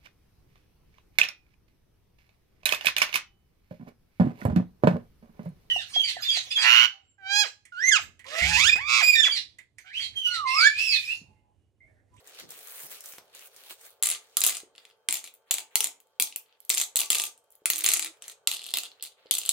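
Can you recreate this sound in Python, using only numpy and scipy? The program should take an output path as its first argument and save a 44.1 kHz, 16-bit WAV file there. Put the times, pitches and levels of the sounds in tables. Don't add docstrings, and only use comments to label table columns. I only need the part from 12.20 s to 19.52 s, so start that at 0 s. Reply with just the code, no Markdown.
import sys
import numpy as np
from scipy import signal
from scipy.io import wavfile
from scipy.ndimage import uniform_filter1d, minimum_filter1d

SR = 44100
rng = np.random.default_rng(int(sys.argv[2]) if len(sys.argv) > 2 else 0)


def to_wav(s):
    ch = np.atleast_2d(s).T
    pcm = np.round(np.clip(ch, -1, 1) * 32767)
    wavfile.write(sys.argv[1], SR, pcm.astype(np.int16))


N = 322812


def from_db(db):
    return 10 ** (np.asarray(db) / 20)


def rms_one(x):
    return x / np.sqrt(np.mean(x ** 2) + 1e-20)


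def high_pass(x, hz, order):
    return signal.sosfilt(signal.butter(order, hz, "high", fs=SR, output="sos"), x)


def low_pass(x, hz, order):
    return signal.sosfilt(signal.butter(order, hz, fs=SR, output="sos"), x)


def band_pass(x, low_hz, high_hz, order):
    return signal.sosfilt(signal.butter(order, [low_hz, high_hz], "band", fs=SR, output="sos"), x)


def in_time(rows):
    s, *columns = np.transpose(rows)
    t = np.arange(N) / SR
    return [np.interp(t, s, column, left=-150, right=-150) for column in columns]


def at_hz(points, hz):
    table_hz, values = np.array(points).T
    return np.interp(np.log(hz), np.log(table_hz), values)


def held(start, end, first_db, last_db, edge_s=.01):
    t = np.arange(N) / SR
    slope = from_db(np.interp(t, [start, end], [first_db, last_db]))
    edges = np.clip(np.minimum(t - start, end - t) / edge_s, 0, 1)
    return slope * edges


def drift(rate):
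    step = 40
    r = np.exp(-2 * np.pi * step * rate / SR)
    chance = rng.standard_normal(N // step + 2002)
    slow = signal.lfilter([1], [1, -2 * r, r * r], chance)[2000:]
    return np.interp(np.arange(N) / step, np.arange(len(slow)), rms_one(slow))


def bands(white):
    edges = 25 * 2 ** np.arange(0, 9.6, .5)
    for k, (low, high) in enumerate(zip(edges, edges[1:])):
        yield np.sqrt(low * high), band_pass(white[k % 2], low, high, order=3)


def two_ports(mid, side, alike):
    return np.sqrt(1 + alike) * mid + np.sqrt(1 - alike) * side * [[1], [-1]]


# f/Hz, likeness (-1 to 1)
PORT_LIKENESS = [(60, -0.97), (180, 0.96), (550, 0.79), (1650, 0.17), (4970, -0.42), (15000, 0.35)]


def banded_noise(spectrum, white, patchy_db, rate):
    out = 0
    for hz, (mid, side) in bands(white):
        alike = np.clip(at_hz(PORT_LIKENESS, hz), -1, 1)
        gain = from_db(at_hz(spectrum, hz) + patchy_db * drift(rate))
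        out = out + gain * two_ports(mid, side, alike)
    return rms_one(out)


# f/Hz, relative level/dB per Hz
AIR_SPECTRUM = [(15, -44), (25, -18.5), (87, -15.5), (320, -32.5), (456, -3), (777, -11), (887, -4),
                (948, -15.5), (1380, -14.5), (1840, -32.5), (3210, -26.5), (5000, -49), (6500, -77),
                (11000, -120)]
# t/s, level/dB
AIR_LEVEL = [(0.0, -64), (4.4, -74.5), (4.81, -68.5), (5.44, -74), (5.59, -65), (7.07, -71.5), (7.32, -61)]


def room_air():
    white = rng.standard_normal((2, 2, N))
    return from_db(in_time(AIR_LEVEL)[0]) * banded_noise(AIR_SPECTRUM, white, patchy_db=0.5, rate=8.4)


# f/Hz, rms level/dB
HUM_LINES = [(882.9, -81), (1152, -89), (3155, -87.5)]


def hum_lines():
    t = np.arange(N) / SR
    return sum(np.sqrt(2) * from_db(db + 0.83 * drift(12)) * np.sin(2 * np.pi * hz * t) for hz, db in HUM_LINES)


# start t/s, end t/s, middle f/Hz, first level/dB, last level/dB
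RATTLE_TONES = [(4.77, 4.89, 1160, -57, -57.5), (4.905, 5.11, 1185, -52, -66), (5.5, 5.68, 318, -62, -59.5),
                (5.76, 5.92, 322, -64.5, -58.5)]


def rattle_tones():
    wavering = np.arange(N) / SR + np.cumsum(.015 * drift(10)) / SR
    out = 0
    for start, end, hz, first_db, last_db in RATTLE_TONES:
        out = out + np.sqrt(2) * held(start, end, first_db, last_db) * np.sin(2 * np.pi * hz * wavering)
    return out


# f/Hz, fade time/s
ROOM_T60 = [(200, 0.58), (600, 0.44), (1500, 0.29), (4000, 0.21), (9000, 0.21), (13000, 0.11),
            (16000, 0.17)]
# f/Hz, relative level/dB
ROOM_COLOUR = [(200, -8.5), (1000, -0.5), (3000, -0.5), (5500, 4.5), (8000, 0.5), (12000, -4), (14000, -3),
               (16000, 2)]
# f/Hz, likeness (limited to -1 to 1)
ROOM_LIKENESS = [(60, 0.45), (150, 0.55), (380, 0.72), (950, 1), (2380, 0.02), (5980, 0.12), (15000, 0.089)]
ROOM_DB, ROOM_BUILD_S = -3.5, 0.0017
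NEAR_DB, NEAR_T60_S = -9, 0.15


def room(x):
    t = np.arange(int(.6 * SR)) / SR
    answer = 0
    for hz, (mid, side) in bands(rng.standard_normal((2, 2, len(t)))):
        alike = np.clip(at_hz(ROOM_LIKENESS, hz), -1, 1)
        walls = from_db(-60 * t / at_hz(ROOM_T60, hz))
        near = from_db(NEAR_DB - 60 * t / NEAR_T60_S)
        answer = answer + two_ports(mid, side, alike) * (walls + near) * from_db(at_hz(ROOM_COLOUR, hz))
    answer = answer * np.clip(t / ROOM_BUILD_S, 0, 1) ** 2
    answer /= np.sqrt(np.sum(answer ** 2) / 2)
    return from_db(ROOM_DB) * signal.fftconvolve(x[:1], answer, axes=1)[:, :N]


# f/Hz, relative level/dB per Hz
SLIP_SPECTRUM = [(88, -52), (150, -29), (494, -6), (941, -7.5), (1420, -3.5), (4160, 0.5), (5250, -5),
                 (6640, -2), (8560, -8), (14800, -10.5), (16000, -10)]


def slipping():
    sizes = from_db(3.4 * np.minimum(rng.exponential(1, N), 5))
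    grains = sizes * (rng.random(N) < 900 / SR)
    grainy = rng.standard_normal((2, 2, N)) * (.12 + uniform_filter1d(grains, size=11))
    return banded_noise(SLIP_SPECTRUM, grainy, patchy_db=2.2, rate=10)


# t/s, peak level/dB
BAG_SHIFTS = [(0.238, -53), (.64, -60), (.992, -76), (1.5, -77)]
BAG_RISE_S, BAG_FALL_S = .05, .17


def bag_weight():
    t = np.arange(N) / SR
    rumble = band_pass(rng.standard_normal((2, N)), 110, 400, order=2)
    swell = 0
    for s, db in BAG_SHIFTS:
        swell = swell + from_db(db - 30 * np.maximum((s - t) / BAG_RISE_S, (t - s) / BAG_FALL_S))
    return swell * rms_one(rumble)


# t/s, rustle level/dB, treble lift/dB
HANDLING = [(0.0, -57.5, -3), (0.024, -72, 5), (0.07, -54.5, -5), (0.18, -52, -10), (0.196, -42, -21),
            (0.272, -65, -11), (0.312, -47, 8), (0.368, -50.5, 4), (0.548, -49, 9.5), (0.634, -45, 11.5),
            (0.7, -53.5, 8), (0.71, -42, 9.5), (0.826, -56, -1), (0.862, -48.5, 11), (0.978, -57, 9.5),
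            (0.982, -49.5, 13), (1.012, -77, 15), (1.124, -66, -5), (1.148, -49.5, 2), (1.274, -54, 10),
            (1.294, -68.5, 5), (1.376, -53.5, 4.5), (1.486, -52, 3), (1.512, -41.5, 5), (1.572, -64, 7),
            (1.658, -51, 8), (1.81, -85, 4)]


def cloth_rustle(slip):
    cloth_db, lift_db = in_time(HANDLING)
    treble = high_pass(slip, 8000, order=2)
    return from_db(cloth_db) * (slip + (from_db(lift_db) - 1) * treble)


# start t/s, end t/s, level/dB, treble lift/dB
FINGER_SLIDES = [(1.987, 2.195, -66, 0), (2.55, 2.735, -61.5, -7.5), (3.26, 3.332, -62, -24.5),
                 (3.5, 3.58, -56.5, -9), (4.236, 4.4, -70.5, -29), (4.393, 4.517, -76, 3.5),
                 (5.303, 5.373, -81.5, 2), (5.9, 6.006, -64, -7), (6.008, 6.138, -55.5, 0),
                 (6.696, 6.827, -65, -20), (6.957, 7.139, -61.5, -20)]


def finger_slides(slip):
    dull = low_pass(slip, 4800, order=4)
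    out = 0
    for start, end, db, lift_db in FINGER_SLIDES:
        out = out + held(start, end, db, db, edge_s=0.033) * (dull + from_db(lift_db) * (slip - dull))
    return out


# start t/s, end t/s, first level/dB, last level/dB
RATTLES = [(1.842, 1.965, -19, -31.5), (2.239, 2.378, -17.5, -34.5), (2.883, 3.004, -35.5, -33),
           (3.038, 3.092, -38, -45), (3.319, 3.421, -27.5, -36), (3.611, 3.682, -29, -29),
           (4.026, 4.124, -37, -47), (4.508, 4.646, -21, -28.5), (4.768, 4.863, -23, -31.5),
           (4.909, 5.074, -28, -27.5), (5.51, 5.626, -37.5, -26), (5.65, 5.879, -21, -35.5),
           (6.032, 6.13, -52, -45.5), (6.326, 6.516, -41.5, -38), (6.551, 6.673, -34.5, -43),
           (6.827, 6.875, -37, -38), (7.122, 7.319, -44, -33)]
HISS_DB, ROLL_DB = -80, -25


def rolling_and_background_hiss(slip):
    rolling = from_db(ROLL_DB) * sum(held(*row) for row in RATTLES)
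    background = from_db(HISS_DB)
    return (background + rolling) * slip


MODE_SPREAD_DB, PORT_SPREAD_DB = 1.5, 2.0
PORT_LAG = 1


def place(sounds, s, port):
    span = sounds.shape[1]
    at = (np.asarray(s) * SR).astype(int)[:, None] + np.arange(span) + PORT_LAG * (1 - port)
    return np.bincount(at.ravel(), sounds.ravel(), N + span + PORT_LAG)[:N]


def strike(s, level_db, hz, t60, pan_db=0, length_s=.1, rise_s=0.00027):
    t = np.arange(int(length_s * SR)) / SR
    chance = rng.standard_normal((len(s), 5))
    out = np.zeros((2, N))
    short = np.clip(np.asarray(hz) / 3000, 0, 1)
    for port, sign in enumerate((1, -1)):
        db = level_db + MODE_SPREAD_DB * chance[:, 0] + sign * pan_db / 2
        db = db + short * PORT_SPREAD_DB * chance[:, 1 + port]
        phase = short * chance[:, 3 + port]
        rings = np.sin(2 * np.pi * np.outer(hz * np.ones(len(s)), t) + phase[:, None])
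        rings *= from_db(db[:, None] - 60 * t / t60) * (1 - np.exp(-t / rise_s))
        out[port] = place(rings, s, port)
    return out


CRACK_T60_S = 0.0071
FIRST_TOUCH_DB = 9


def crack(s, level_db, low_hz, high_hz, pan_db=0):
    t = np.arange(int(.012 * SR)) / SR
    touches = rng.standard_normal((len(s), 3, len(t))) * from_db(-60 * t / CRACK_T60_S)
    touches *= np.clip(t / .0003, 0, 1)
    touches[:, 0, 12] = from_db(FIRST_TOUCH_DB)
    noise = band_pass(touches, low_hz, high_hz, order=3)
    out = np.zeros((2, N))
    for port, sign in enumerate((1, -1)):
        burst = noise[:, 0] + .55 * noise[:, 1 + port]
        burst *= (from_db(level_db + sign * pan_db / 2) / np.abs(burst).max(axis=1))[:, None]
        out[port] = place(burst, s, port)
    return out


# t/s, level/dB
PALM_TICKS = [(0.074, -30.5), (0.0952, -38), (0.1474, -38), (0.1875, -38), (0.1985, -28), (0.291, -35),
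              (0.3056, -23), (0.3765, -35), (0.39, -30.5), (0.4723, -29), (0.5625, -38), (0.576, -32),
              (0.7113, -50), (0.7544, -35), (0.8067, -27), (0.84, -29.5), (0.8586, -26), (0.9245, -28.5),
              (0.9837, -39.5), (1.1496, -28.5), (1.1922, -29.5), (1.272, -37), (1.3633, -32), (1.496, -44),
              (1.508, -31), (1.612, -35), (1.6533, -37), (1.705, -37)]


def palm_ticks():
    s, db = np.transpose(PALM_TICKS)
    return crack(s, db - 0.5, 6000, 16500) + crack(s, db - 19.0, 1500, 9560)


# t/s, impulse level before filtering/dB
CLOTH_SNAPS = [(0.9373, -19.5), (0.9839, -13.5)]


def cloth_snaps():
    snaps = np.zeros(N)
    for s, db in CLOTH_SNAPS:
        snaps[int(s * SR)] = -from_db(db)
    dips = signal.lfilter([1, -1], [1, -.98], snaps)
    return signal.lfilter([.3], [1, -.7], dips)


# t/s, level/dB, f/Hz
FINGER_THUMPS = [(2.433, -38, 398), (5.419, -43, 441), (7.057, -41, 482)]


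def finger_thumps():
    s, db, hz = np.transpose(FINGER_THUMPS)
    return strike(s, db, hz, 0.018, rise_s=0.0013)


SHUDDER_DB, SHUDDER_HZ, SHUDDER_S = -49, 150, 0.022


def shudder(blows):
    deep = low_pass(rng.standard_normal((2, N)), SHUDDER_HZ, order=2)
    keep = np.exp(-1 / (SHUDDER_S * SR))
    strength = np.sqrt(signal.lfilter([1 - keep], [1, -keep], blows[0] ** 2))
    return from_db(SHUDDER_DB) * rms_one(deep + deep[::-1] / 3) * strength


# from t/s, air ring f/Hz, cup against glass in a rattle level/dB,
# board under cup level/dB, rim under cup level/dB, left over right level/dB, lowest click f/Hz
CUPS = [(1.8, 3890, -2.5, -32, -19, 1.5, 2370), (2.8, 2960, -2, -31, -21.5, 2.5, 2225),
        (3.9, 4150, -6.5, -32.5, -23, 1, 2420), (5.4, 2810, -1.5, -35, -22, 0.5, 2109),
        (6.2, 3400, 2.5, -35.5, -27, 1, 2666)]


def in_cup(s):
    cups = np.array(CUPS)
    return cups[np.clip(np.searchsorted(cups[:, 0], s) - 1, 0, None), 1:].T


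CHATTER_DB, CHATTER_GAP_S = -20, .008


def with_chatter(rows, count):
    rows = np.array(rows)
    chance = rng.random((len(rows), count, 2))
    out = [rows]
    for k in range(count):
        again = rows.copy()
        later = rows[:, 0] + .003 + CHATTER_GAP_S * (k + chance[:, k, 0])
        again[:, 0] = np.minimum(later, (N - 1) / SR)
        again[:, [1, 3, 4]] += CHATTER_DB - 2.5 * k - 6 * chance[:, k, 1:]
        out.append(again)
    return np.vstack(out)


RATTLE_GAP_S, RATTLE_SPREAD_DB = .009, 3
RATTLE_GLASS_HZ, RATTLE_TOP_DB = 7700, -11.5


def rattles():
    rows = []
    for start, end, first_db, last_db in RATTLES:
        chance = rng.standard_normal((40, 5))
        s = start + RATTLE_GAP_S * (np.arange(40) + .3 * chance[:, 0])
        db = np.interp(s, [start, end], [first_db, last_db])[:, None] + RATTLE_SPREAD_DB * chance[:, 1:4]
        glass_db, cup_db, top_db = db.T
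        glass_hz = RATTLE_GLASS_HZ * (1 + .07 * chance[:, 4])
        new = np.c_[s, glass_db, glass_hz, cup_db + in_cup(s)[1], top_db + RATTLE_TOP_DB]
        rows.append(new[s < end])
    return np.vstack(rows)


# f/Hz, level/dB, time to fall 60 dB/s
BOARD_MODES = [(282, -6, 0.083), (395.3, -1, 0.055), (459, -4, 0.071), (750, 10.5, 0.02),
               (877.5, 9.5, 0.023)]
# f/Hz, level/dB, time to fall 60 dB/s
RIM_MODES = [(1196, -11, 0.053), (1352, -3, 0.023), (1673, 2, 0.01), (1930, -4, 0.021), (2077, 1.5, 0.017)]
WOOD_SPREAD_DB = 3


def wood_rings(s, cup_db):
    _, _, board_db, rim_db, _, _ = in_cup(s)
    wood_db = cup_db + WOOD_SPREAD_DB * rng.standard_normal((len(s), len(RIM_MODES + BOARD_MODES))).T
    out = 0
    for blow_db, (hz, db, t60) in zip(wood_db, RIM_MODES):
        out = out + strike(s, blow_db + rim_db + db, hz, t60, rise_s=0.00037)
    for blow_db, (hz, db, t60) in zip(wood_db[::-1], BOARD_MODES):
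        out = out + strike(s, blow_db + board_db + db, hz, t60, rise_s=0.002)
    return out


# t/s, glass click level/dB, glass ring f/Hz, cup click level/dB, top click level/dB
CONTACTS = [(1.8255, -10, 9860, -18.5, -10), (1.834, -10, 7770, -18.5, -9), (1.8575, -11, 7500, -27, -13),
            (1.87, -12.5, 7740, -28, -21), (1.8883, -13, 7400, -26.5, -13), (1.9011, -14, 7700, -24.5, -17),
            (1.9137, -16.5, 7700, -22.5, -29.5), (1.9238, -22, 7710, -24, -35.0),
            (1.935, -25.0, 7760, -32, -39.5), (1.9485, -33.5, 7700, -25.5, -42),
            (1.9621, -42, 7710, -34.5, -46), (2.1694, -4, 7320, -13, -4), (2.2057, -12.5, 7860, -31.5, -12),
            (2.2166, -13, 7040, -15.0, -19), (2.2377, -9, 7700, -18.5, -4), (2.2426, -19, 6520, -25.5, -13),
            (2.2648, -5, 7800, -15, -2), (2.2754, -14.5, 7200, -21, -25.5), (2.295, -14, 7400, -20, -15),
            (2.329, -34, 7300, -32, -31), (2.3521, -26, 10340, -28.5, -35.0),
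            (2.369, -22.5, 7700, -30.5, -29), (2.381, -36, 8000, -36, -44.5),
            (2.4019, -34.5, 7440, -37.5, -41), (2.552, -54, 7260, -41.5, -64),
            (2.5605, -50, 8000, -47, -65.5), (2.5802, -44, 7050, -33, -72), (2.633, -73, 7200, -55, -89),
            (2.652, -43, 7500, -36.5, -48), (2.6926, -60, 9380, -60, -57), (2.7001, -58, 7210, -49, -72),
            (2.7103, -61.5, 7600, -47.5, -61), (2.8873, -8, 7350, -12.5, -15),
            (2.9085, -15, 7600, -25.5, -24.5), (2.9252, -14.0, 8150, -19, -12),
            (2.9414, -18.5, 6860, -24.0, -13), (2.9542, -22, 7440, -25.5, -32),
            (2.9695, -24, 7050, -28, -30), (3.0367, -49.0, 7340, -42.5, -52.5),
            (3.0412, -27, 7460, -32, -32), (3.0521, -43, 6480, -36, -41.5), (3.0756, -43, 6200, -36, -36),
            (3.1392, -49, 10270, -60, -36.5), (3.15, -50, 10700, -58, -60),
            (3.3095, -9.0, 7110, -16.5, -7.5), (3.3132, -12, 7700, -14.5, -10),
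            (3.3407, -13, 7730, -22.5, -13), (3.383, -22, 9840, -22.5, -21), (3.514, -78, 7210, -64, -85),
            (3.5557, -5, 7320, -10.5, -3), (3.6054, -11, 9600, -15, -6.5), (3.6428, -12, 9220, -19.5, -11),
            (3.6572, -28, 7200, -27, -28.5), (3.802, -48.5, 6850, -53, -40),
            (3.8707, -61, 9880, -68, -52.5), (3.9987, -9.5, 7200, -10.0, -4.5),
            (4.0227, -8.5, 7050, -18, -7), (4.0722, -35, 7100, -29, -39.5),
            (4.1246, -42.5, 7060, -33.5, -57.5), (4.1603, -21.5, 7630, -26, -16),
            (4.261, -72, 7880, -53.5, -71), (4.294, -81.5, 7180, -56, -87.5),
            (4.3256, -75, 7180, -49.5, -97), (4.352, -79.5, 7100, -61, -98),
            (4.4033, -49, 7800, -54, -32.5), (4.4504, -46, 9370, -55, -32), (4.4943, -14, 8400, -26, -8),
            (4.501, -5, 7930, -9.5, -8), (4.5419, -17.5, 7300, -19.5, -31), (4.573, -15, 7100, -17, -16),
            (4.5796, -12.5, 7160, -18, -10), (4.5999, -14.5, 7560, -21, -21.0),
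            (4.6138, -11, 7470, -18.5, -11.0), (4.6207, -26, 7200, -22.5, -26),
            (4.7579, -9.5, 7940, -18.5, -7), (4.7662, -15, 7600, -17, -20),
            (4.7706, -12.5, 8020, -24.5, -8), (4.7902, -17, 8300, -18.5, -7.5),
            (4.7997, -16.5, 8150, -21, -26), (4.8046, -14, 7450, -19.5, -8.5),
            (4.8156, -18.0, 7040, -17, -23), (4.833, -30, 7080, -26.5, -34.5),
            (4.8574, -29, 7300, -33.5, -40), (4.9027, -3.5, 7640, -9, -2.5), (4.919, -13.5, 6930, -23, -20),
            (4.9304, -13.5, 7400, -15, -17.5), (4.948, -13.5, 7060, -17.5, -11),
            (4.953, -12, 6940, -15, -14), (4.9697, -27, 7100, -22.5, -35.5),
            (4.9838, -15, 8070, -20.5, -17.0), (4.9983, -12.5, 7350, -15.5, -18),
            (5.0186, -15, 7120, -24, -21), (5.0378, -18.5, 10100, -20, -15),
            (5.0531, -24.5, 10100, -32, -24.5), (5.0667, -36, 7320, -37, -41.0),
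            (5.1772, -45.5, 9670, -59, -47.5), (5.2405, -58, 9650, -72, -61.5),
            (5.3045, -52, 9840, -72.5, -40.5), (5.3173, -53.5, 10350, -68.5, -45),
            (5.3226, -54, 9800, -64, -39.0), (5.3532, -50.5, 10200, -64.5, -39.5),
            (5.457, -7.0, 9660, -13, -10), (5.501, -9.5, 7840, -13, -5.5), (5.534, -14.5, 6570, -19.0, -31),
            (5.553, -26.0, 6180, -34, -35), (5.5589, -18.5, 7660, -24, -13),
            (5.5681, -23, 8000, -29, -23.5), (5.5815, -20, 8930, -29, -18), (5.5889, -20.0, 9900, -32, -12),
            (5.609, -21, 9100, -39, -20), (5.6392, -14, 9000, -32, -14), (5.6433, -12, 9800, -12.5, -10),
            (5.653, -19, 9800, -22, -10), (5.6625, -4, 6700, -9.5, -19), (5.6882, -2, 9480, -9, -11.0),
            (5.7171, -13, 7680, -15.5, -12), (5.7358, -7.5, 8950, -14.5, -18.0),
            (5.7395, -11.5, 8900, -24, -17), (5.7576, -25, 6160, -25, -29), (5.7648, -21, 8010, -20.5, -26),
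            (5.7707, -16, 7000, -25.5, -29), (5.7947, -13, 7800, -16.5, -15),
            (5.8249, -19, 6540, -20.5, -39), (5.846, -19.5, 9800, -25, -35),
            (5.8601, -27, 7540, -29.0, -38.5), (5.869, -27, 10200, -30.0, -35.5),
            (5.9715, -61, 8970, -56.5, -57), (6.022, -31.5, 8000, -34, -41.0),
            (6.0409, -40.0, 6400, -39, -61), (6.0807, -25.5, 7700, -34, -31), (6.0976, -34, 8530, -34, -45),
            (6.115, -39.0, 8200, -46, -57), (6.1195, -41.5, 8680, -41.5, -58),
            (6.2729, -5.5, 8050, -8.5, -7), (6.3147, -19.5, 8310, -16.5, -14.5),
            (6.326, -25, 8310, -23, -33.5), (6.3368, -23.0, 8550, -25, -32.5),
            (6.3423, -29, 8400, -23, -25), (6.3478, -24, 8100, -29.5, -27), (6.3641, -34, 8230, -30, -42.0),
            (6.3674, -29, 8450, -27.5, -40.0), (6.3935, -43, 8420, -28, -47.5),
            (6.4175, -36, 8140, -33, -49.0), (6.441, -32, 8300, -30.5, -38.0),
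            (6.4648, -29, 8260, -27, -27), (6.488, -33, 8400, -30, -40), (6.5059, -36, 8310, -36, -30),
            (6.5133, -42, 7340, -34, -46.5), (6.5385, -13.5, 8060, -10, -16),
            (6.5574, -25.0, 6910, -21.5, -38.5), (6.5715, -20, 8240, -14, -10),
            (6.5853, -19, 8200, -20, -22), (6.6344, -27.5, 8350, -25.5, -28), (6.6478, -39, 7900, -34, -47),
            (6.653, -35, 8120, -32.5, -46.5), (6.6656, -40, 7640, -35.5, -51.5),
            (6.7164, -62, 8300, -38.5, -48), (6.7605, -72.5, 7310, -64, -67),
            (6.798, -78.5, 7430, -42.5, -73.0), (6.8084, -71, 7470, -41.5, -65.5),
            (6.825, -23, 8070, -27, -16), (6.8378, -25.5, 9100, -33, -25), (6.8582, -38, 6960, -35.0, -32),
            (6.9204, -62, 6110, -51, -66.5), (6.925, -57, 7420, -51.0, -72), (7.0598, -67, 7500, -49, -87),
            (7.0687, -75, 7280, -43.5, -91), (7.1101, -8, 8580, -12, -7.5), (7.1391, -16, 8020, -19.5, -14),
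            (7.1517, -14, 8000, -19.5, -13.0), (7.1696, -25, 8120, -24, -25),
            (7.183, -16.5, 9750, -21, -13.5), (7.187, -15.5, 7210, -30, -20),
            (7.2151, -33, 7110, -26.0, -27.0), (7.234, -29, 8000, -29.5, -42.5),
            (7.252, -31, 8160, -29, -23), (7.261, -22, 8130, -35, -31), (7.2735, -29.5, 8220, -32, -40.0),
            (7.2916, -7, 8000, -12, -8)]
# ratio to its ring f/Hz, level/dB, time to fall 60 dB/s
CUP_RINGS = [(1.022, 0, 0.0082), (0.66, -2, 0.0033), (1.9, -4, 0.002)]
# ratio to its ring f/Hz, level/dB, time to fall 60 dB/s
GLASS_RINGS = [(0.998, 4, 0.0096), (2.9, -10, 0.0068), (1.4, -4.5, 0.016)]
CUP_SPREAD, PAN_SPREAD_DB = .12, 2
CUP_RING_DB, RING_DB = -10, -6
BEAMED_CLICK_DB = -8.5


def stones():
    s, glass_db, glass_hz, cup_db, top_db = np.vstack([with_chatter(CONTACTS, count=2), rattles()]).T
    cup_hz, _, _, _, pan_db, low_hz = in_cup(s)
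    chance = rng.standard_normal((len(s), 2))
    cup_hz = cup_hz * np.exp(CUP_SPREAD * chance[:, 0])
    pan_db = pan_db + PAN_SPREAD_DB * chance[:, 1]

    beamed = 0
    for ratio, db, t60 in CUP_RINGS:
        beamed = beamed + strike(s, cup_db + CUP_RING_DB + db, cup_hz * ratio, t60, pan_db, length_s=0.017)
    for ratio, db, t60 in GLASS_RINGS:
        beamed = beamed + strike(s, glass_db + RING_DB + db, glass_hz * ratio, t60, pan_db, length_s=.02)

    cup_click = 0
    cup = np.searchsorted(np.array(CUPS)[:, 0], s)
    for number in set(cup):
        k = cup == number
        cup_click = cup_click + crack(s[k], cup_db[k] - 3.0, low_hz[k][0], 4560, pan_db[k])
    glass_click = crack(s, glass_db, 6460, 10990, pan_db)
    top_click = crack(s, top_db - 3.0, 11000, 15270, pan_db)
    beamed = beamed + from_db(BEAMED_CLICK_DB) * cup_click
    spread = cup_click + glass_click + top_click + wood_rings(s, cup_db)
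    return high_pass(spread, 220, order=3), high_pass(beamed, 220, order=3)


def scene():
    background = room_air() + hum_lines() + rattle_tones()
    slip = slipping()
    handling = cloth_rustle(slip) + finger_slides(slip) + bag_weight()
    hiss = rolling_and_background_hiss(slip)
    spread, beamed = stones()
    spread = spread + palm_ticks() + cloth_snaps() + finger_thumps()
    return beamed + spread + room(spread) + shudder(spread) + handling + hiss + background


def record(dry):
    headroom = np.minimum(1, .8 / (np.abs(dry).max(axis=0) + 1e-9))
    gain = uniform_filter1d(minimum_filter1d(headroom, size=89), size=45)
    cut = signal.cheby2(18, 90, 17000, fs=SR, output="sos")
    return signal.sosfilt(cut, dry * gain)


dry = scene()
out = record(dry)
to_wav(out)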